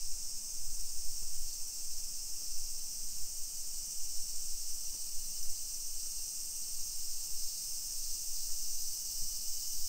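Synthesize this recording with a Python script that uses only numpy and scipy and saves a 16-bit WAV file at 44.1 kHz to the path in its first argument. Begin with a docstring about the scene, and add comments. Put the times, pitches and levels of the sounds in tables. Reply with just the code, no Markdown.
"""A stroll down a quiet paved lane below a wooded hillside of cicadas. From the start, hundreds of far
insects merge into a sizzle, nearer ones rattle their tymbals and throb about 16 times a second, and two
thin whines ride on top; a town murmurs and air buffets the microphone. Soft footsteps begin at 1.2 s,
and one far bird chirps just after. A high shrill swells and fades around 6 s. The chorus grows louder
as the trees come closer, and at 9.2 s the hand knocks the microphone once."""
import sys
import numpy as np
from scipy import signal
from scipy.fft import rfft, irfft
from scipy.io import wavfile

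SR = 44100
rng = np.random.default_rng(int(sys.argv[2]) if len(sys.argv) > 2 else 0)


def materialize(psi):
    """Save the field psi as 16-bit PCM at rate SR to the path in sys.argv[1].

    A 1-D psi becomes a single channel; in a 2-D psi each row is a channel.
    """
    bounded = np.clip(np.atleast_2d(psi).T, -1, 1)
    quanta = np.round(bounded * 32767).astype(np.int16)
    wavfile.write(sys.argv[1], SR, quanta)


N = 435708
TIME = np.arange(N) / SR
FREQS = np.maximum(np.arange(N // 2 + 1) * SR / N, 1)

# Bouts in which the nearest cicada pumps harder: middle_s, length_s, added_depth
PUMPING_BOUTS = [(.85, 1.1, .45), (4.15, .8, .65), (5.5, 1.5, 0.7), (6.8, 1.1, .35), (9.0, .7, 0.53)]
# The chorus's two resonances and top sizzle as the trees come closer: time_s, lower_db, upper_db, sizzle_db
CHORUS_LEVELS = [(0, -45, -47.5, -53), (1.2, -46, -47, -51.5), (3.5, -46, -47.5, -50),
                 (4.2, -45.5, -46.5, -50), (5.2, -45.4, -46.7, -49), (6.5, -45.5, -46, -48.5),
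                 (7.4, -44, -46, -47.5), (9.88, -42.5, -46, -45.5)]
# Body resonances of the chorus: frequency_hz, relative_db
BODY_SPECTRUM = [(2400, -49), (3500, -27.5), (4000, -25.5), (4650, -13.5), (5130, 0.5), (5900, 2),
                 (6400, 0), (7000, -4.5), (7700, -3.5), (8500, -2.5), (9000, -7), (9800, -18.5),
                 (10500, -22), (13000, -37)]
# Sizzle above those resonances: frequency_hz, relative_db
SIZZLE_SPECTRUM = [(8000, -33.5), (10000, -20.5), (11000, -10), (12100, -2.5), (13000, -3), (14300, 3.5),
                   (15800, 0)]
# Body resonance of a larger, deeper cicada: frequency_hz, relative_db
DEEP_BODY_SPECTRUM = [(2800, -40), (3700, -20), (4200, -7.5), (4700, -1.5), (5100, -2.5), (6200, -27)]
# Its strongest surges: middle_s, rise_db
DEEP_CICADA_SURGES = [(1.53, 4.5), (5.56, 4), (7.1, 4), (8.38, 4), (9.8, 4)]
# Fundamentals of the two whining cicadas: time_s, pitch_hz, level_db
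LOW_WHINE_TRACK = [(0, 2670, -84), (1.5, 2710, -79), (2.5, 2713, -73), (3.5, 2796, -81), (4.5, 2747, -75.5),
                   (8.2, 2765, -72), (9.88, 2826, -74)]
HIGH_WHINE_TRACK = [(0, 2950, -83), (3, 3040, -79), (4, 2988, -73), (5.5, 2990, -73), (8.3, 2980, -76.5),
                    (9.88, 3005, -68)]
# Murmur of the town: frequency_hz, relative_db
TOWN_SPECTRUM = [(65, -19), (110, -8), (161, -0.5), (319, -5.5), (1060, -8.5), (1890, -14), (2220, -11),
                 (2730, -3.5), (3070, -8.5), (3200, -10), (3600, -16.5), (4680, -56), (7920, -120)]
# Swells of a faint low hum: middle_s, length_s, peak_db
HUM_SWELLS = [(0.385, .55, -72), (3.02, .7, -71.5)]
# Buffeting of air on the microphone: frequency_hz, relative_db
BUFFET_SPECTRUM = [(3, -3.5), (7, 4), (15, -7), (21, -35), (32, -23.5), (60, -42), (120, -49.5), (300, -75),
                   (900, -92)]
# Stronger puffs of air: middle_s, length_s, peak_db
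AIR_PUFFS = [(0.056, .5, -54.5), (.73, 0.44, -54.5), (1.087, 0.75, -57.5), (2.55, 0.57, -60.5),
             (3.23, 0.29, -58.5), (5.47, 0.1, -58), (6.8, 0.37, -59), (9.2, 0.41, -58.5),
             (9.8, 0.34, -63.5)]
# Shoes on asphalt: start_s, heel_relative_db, sole_relative_db
FOOTFALLS = [(1.219, -62, -77), (1.799, -64, -80), (2.41, -59, -74), (2.999, -68, -69), (3.649, -66, -75),
             (4.339, -63, -75), (4.941, -58, -68), (5.449, -65, -66), (6.056, -66, -68), (6.68, -65, -75),
             (7.298, -66, -70), (7.899, -69, -66), (8.489, -64, -62), (9.217, -62, -66)]


def from_db(db):
    """Amplitude grows tenfold every 20 dB."""
    return 10 ** (np.asarray(db) / 20)


def rms_one(x):
    """Normalisation to unit rms."""
    return x / np.sqrt(np.mean(x ** 2) + 1e-20)


def in_time(rows):
    """Linear interpolation of each column at every sample."""
    time_s, *columns = np.transpose(rows)
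    return [np.interp(TIME, time_s, column) for column in columns]


def noise():
    """White Gaussian noise."""
    return rng.standard_normal(N)


def drift(rate_hz):
    """Random fluctuation: low-passed noise of unit rms."""
    return rms_one(irfft(rfft(noise()) / (1 + (FREQS / rate_hz) ** 2), N))


def coloured(x, spectrum):
    """Spectral shaping, scaled to unit rms."""
    hz, db = np.transpose(spectrum)
    gain = from_db(np.interp(np.log(FREQS), np.log(hz), db))
    return rms_one(irfft(rfft(x) * gain, N))


def band(x, low_hz, high_hz, order=2):
    """Causal band-pass filtering."""
    return signal.sosfilt(signal.butter(order, [low_hz, high_hz], "band", fs=SR, output="sos"), x)


def swell(middle_s, length_s):
    """Raised-cosine envelope with peak 1."""
    return .5 + .5 * np.cos(2 * np.pi * np.clip((TIME - middle_s) / length_s, -.5, .5))


def burst(start_s, rise_s, fall_s):
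    """Exponential attack and decay with peak 1."""
    age = np.maximum(TIME - start_s, 0)
    shape = (1 - np.exp(-age / rise_s)) * np.exp(-age / fall_s)
    return shape / (shape.max() + 1e-12)


def foliage(clicks, scatter_s, positions=10):
    """Scattering: leaves and walls spread each click into echoes that change as the listener walks."""
    age = TIME[:SR // 30]
    out, stride = np.zeros(N), N / (positions - 1)
    for k in range(positions):
        echoes = rng.standard_normal(len(age)) * np.exp(-age / scatter_s)
        part = np.arange(max(0, int((k - 1) * stride)), min(N, int((k + 1) * stride)))
        crossfade = np.cos(np.pi / 2 * (part / stride - k))
        out[part] += crossfade * signal.fftconvolve(clicks[part], echoes)[:len(part)]
    return out


def cicada(throb_hz, depth, tymbal_hz, jitter=.013, wander=.008, second_gain=.48, scatter_s=.015):
    """Buckling: two tymbals click in turn, and the pumping abdomen modulates the power of the train."""
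    cycles = np.cumsum(tymbal_hz * (1 + jitter * drift(60) + wander * drift(.99))) / SR
    left, right = (np.diff(np.floor(cycles + lag), prepend=0) for lag in (0, .5))
    clicks = (left + second_gain * right) * from_db(2 * noise())
    phase = 2 * np.pi * np.cumsum(throb_hz) / SR
    power = 1 + depth * (np.cos(phase) + .44 * np.cos(2 * phase))  # the harmonic sharpens each throb
    return rms_one(foliage(clicks, scatter_s) * np.sqrt(np.maximum(power, .02)))


def nearest_cicada(resting_depth=.25):
    """Amplitude modulation keeps an even beat and deepens in each bout of pumping."""
    depth = resting_depth + sum(added * swell(s, length) for s, length, added in PUMPING_BOUTS)
    throb_hz = 16 + .3 * drift(.83)
    return cicada(throb_hz, np.clip(depth, 0, 1), tymbal_hz=199.1, jitter=.009, wander=.003, second_gain=.28)


def chorus(split_hz=6900):
    """Source and filter: near click trains and the far insects' merged noise share body resonances."""
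    lower_db, upper_db, sizzle_db = in_time(CHORUS_LEVELS)
    nearest = nearest_cicada()
    neighbours = np.zeros(N)
    for _ in range(3):
        throb_hz = rng.uniform(13, 20) + 1.25 * drift(1)
        neighbours += cicada(throb_hz, depth=.35, tymbal_hz=rng.uniform(182, 214))
    hillside = noise() + from_db(.5) * rms_one(neighbours)
    low_pass = 1 / (1 + (FREQS / split_hz) ** 24)
    lower = coloured(hillside + nearest, BODY_SPECTRUM)
    lower = rms_one(irfft(rfft(lower) * low_pass, N))
    upper = coloured(hillside + from_db(-11.5) * nearest, BODY_SPECTRUM)
    upper = rms_one(irfft(rfft(upper) * (1 - low_pass), N))
    sizzle = coloured(hillside + from_db(-1) * nearest, SIZZLE_SPECTRUM)
    return from_db(lower_db) * lower + from_db(upper_db) * upper + from_db(sizzle_db) * sizzle


def deep_cicada(start_db=-62.5, approach_db_per_s=.74, flutter_db=2, surge_s=.14):
    """A larger body resonates lower; its irregular clicks rasp, louder as the walker draws near."""
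    throb_hz = 15.5 + drift(.82)
    rasp = cicada(throb_hz, depth=.53, tymbal_hz=188, jitter=.12, wander=.04, scatter_s=.026)
    surges_db = sum(rise_db * swell(s, surge_s) for s, rise_db in DEEP_CICADA_SURGES)
    level_db = start_db + approach_db_per_s * TIME + flutter_db * drift(7.3) + surges_db
    return from_db(level_db) * coloured(rasp + noise(), DEEP_BODY_SPECTRUM)


def whine(track, width_hz, octave_db, waver_hz=6, octave_width_hz=12):
    """Spectral broadening: the woods smear a far cicada's thin tone, which is strongest at its octave."""
    pitch_hz, level_db = in_time(track)
    phase = 2 * np.pi * np.cumsum(pitch_hz + waver_hz * drift(2.985)) / SR
    fundamental = drift(width_hz) * np.cos(phase) + drift(width_hz) * np.sin(phase)
    octave = drift(octave_width_hz) * np.cos(2 * phase) + drift(octave_width_hz) * np.sin(2 * phase)
    return from_db(level_db) * (fundamental + from_db(octave_db) * octave)


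def town(murmur_db=-66, hum_hz=215, waver_hz=6):
    """Superposition of a steady broadband murmur and a wavering hum that swells twice."""
    phase = 2 * np.pi * np.cumsum(hum_hz + waver_hz * drift(21)) / SR
    swells = sum(from_db(db) * swell(s, length) for s, length, db in HUM_SWELLS)
    return from_db(murmur_db) * coloured(noise(), TOWN_SPECTRUM) + swells * rms_one(np.sin(phase))


def town_rumble(level_db=-81, flutter_db=3.5):
    """Narrow-band noise, randomly modulated, is heard as a fluttering rumble far down in the town."""
    return from_db(level_db + flutter_db * drift(7.2)) * rms_one(band(noise(), 148.5, 194))


def breeze(draught_db=-60.5, sway_db=-69.5, sway_lag_s=.12, sway_s=.45, flutter_db=1.5):
    """Turbulence buffets the microphone in a draught, in the sway after each step and in puffs."""
    sway = from_db(sway_db) * sum(swell(s + sway_lag_s, sway_s) for s, _, _ in FOOTFALLS)
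    puffs = sum(from_db(db) * swell(s, length) for s, length, db in AIR_PUFFS)
    flow = (from_db(draught_db) + sway + puffs) * from_db(flutter_db * drift(7.6))
    pressure = coloured(noise(), BUFFET_SPECTRUM)
    pressure /= np.std(band(pressure, 20, 90, order=4))  # mostly infrasound: levels count the audible part
    return flow * pressure * signal.windows.tukey(N, .006)


def footsteps(heel_gain_db=-3.5, sole_gain_db=-1):
    """Impact and friction: the heel lands with a dull thud and the sole scuffs on grit."""
    heel = sum(from_db(db) * burst(s, rise_s=.0045, fall_s=.016) for s, db, _ in FOOTFALLS)
    sole = sum(from_db(db) * burst(s, rise_s=.0032, fall_s=.018) for s, _, db in FOOTFALLS)
    grit = rms_one(band(noise() * from_db(2.8 * drift(300)), 500, 2200))
    thud = rms_one(band(noise(), 150, 530))
    return from_db(heel_gain_db) * heel * thud + from_db(sole_gain_db) * sole * grit


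def chirp(start_s=1.335, glide_s=.03, level_db=-71, start_hz=3450, end_hz=3020, blur_hz=45):
    """Frequency modulation: one bird note glides down, blurred by the trees."""
    pitch_hz = np.interp(TIME, [start_s, start_s + glide_s], [start_hz, end_hz]) + blur_hz * drift(150)
    tone = rms_one(np.sin(2 * np.pi * np.cumsum(pitch_hz) / SR))
    return from_db(level_db) * burst(start_s, rise_s=.032, fall_s=.044) * tone


def shrill_cicada(level_db=-52, low_hz=8210, high_hz=8630):
    """Level follows distance: a narrow, high rattle swells and fades as the walker passes its tree."""
    rattle = cicada(throb_hz=16 + drift(1), depth=.25, tymbal_hz=206, jitter=.04)
    return from_db(level_db) * swell(middle_s=6.3, length_s=3.1) * rms_one(band(rattle, low_hz, high_hz))


def handling_bump(level_db=-57, lower_hz=95, upper_hz=158):
    """Damped vibration: a soft knock through the hand on the microphone rings in two low modes."""
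    ring = from_db(-3) * np.sin(2 * np.pi * lower_hz * TIME) + np.sin(2 * np.pi * upper_hz * TIME)
    return from_db(level_db) * burst(9.215, rise_s=.0089, fall_s=.023) * ring


def scene():
    """Superposition: all sources add and reach both channels alike."""
    whines = whine(LOW_WHINE_TRACK, width_hz=27, octave_db=8)
    whines += whine(HIGH_WHINE_TRACK, width_hz=34, octave_db=14.5)
    cicadas = chorus() + deep_cicada() + shrill_cicada() + whines
    mono = cicadas + footsteps() + handling_bump() + chirp() + town() + town_rumble() + breeze()
    return np.stack([mono, mono])


def record(dry):
    """Band limiting: a steep low-pass filter removes the highest treble."""
    cutoff_hz = 15720
    return signal.sosfilt(signal.ellip(16, .1, 70, cutoff_hz, fs=SR, output="sos"), dry)


dry = scene()
out = record(dry)
materialize(out)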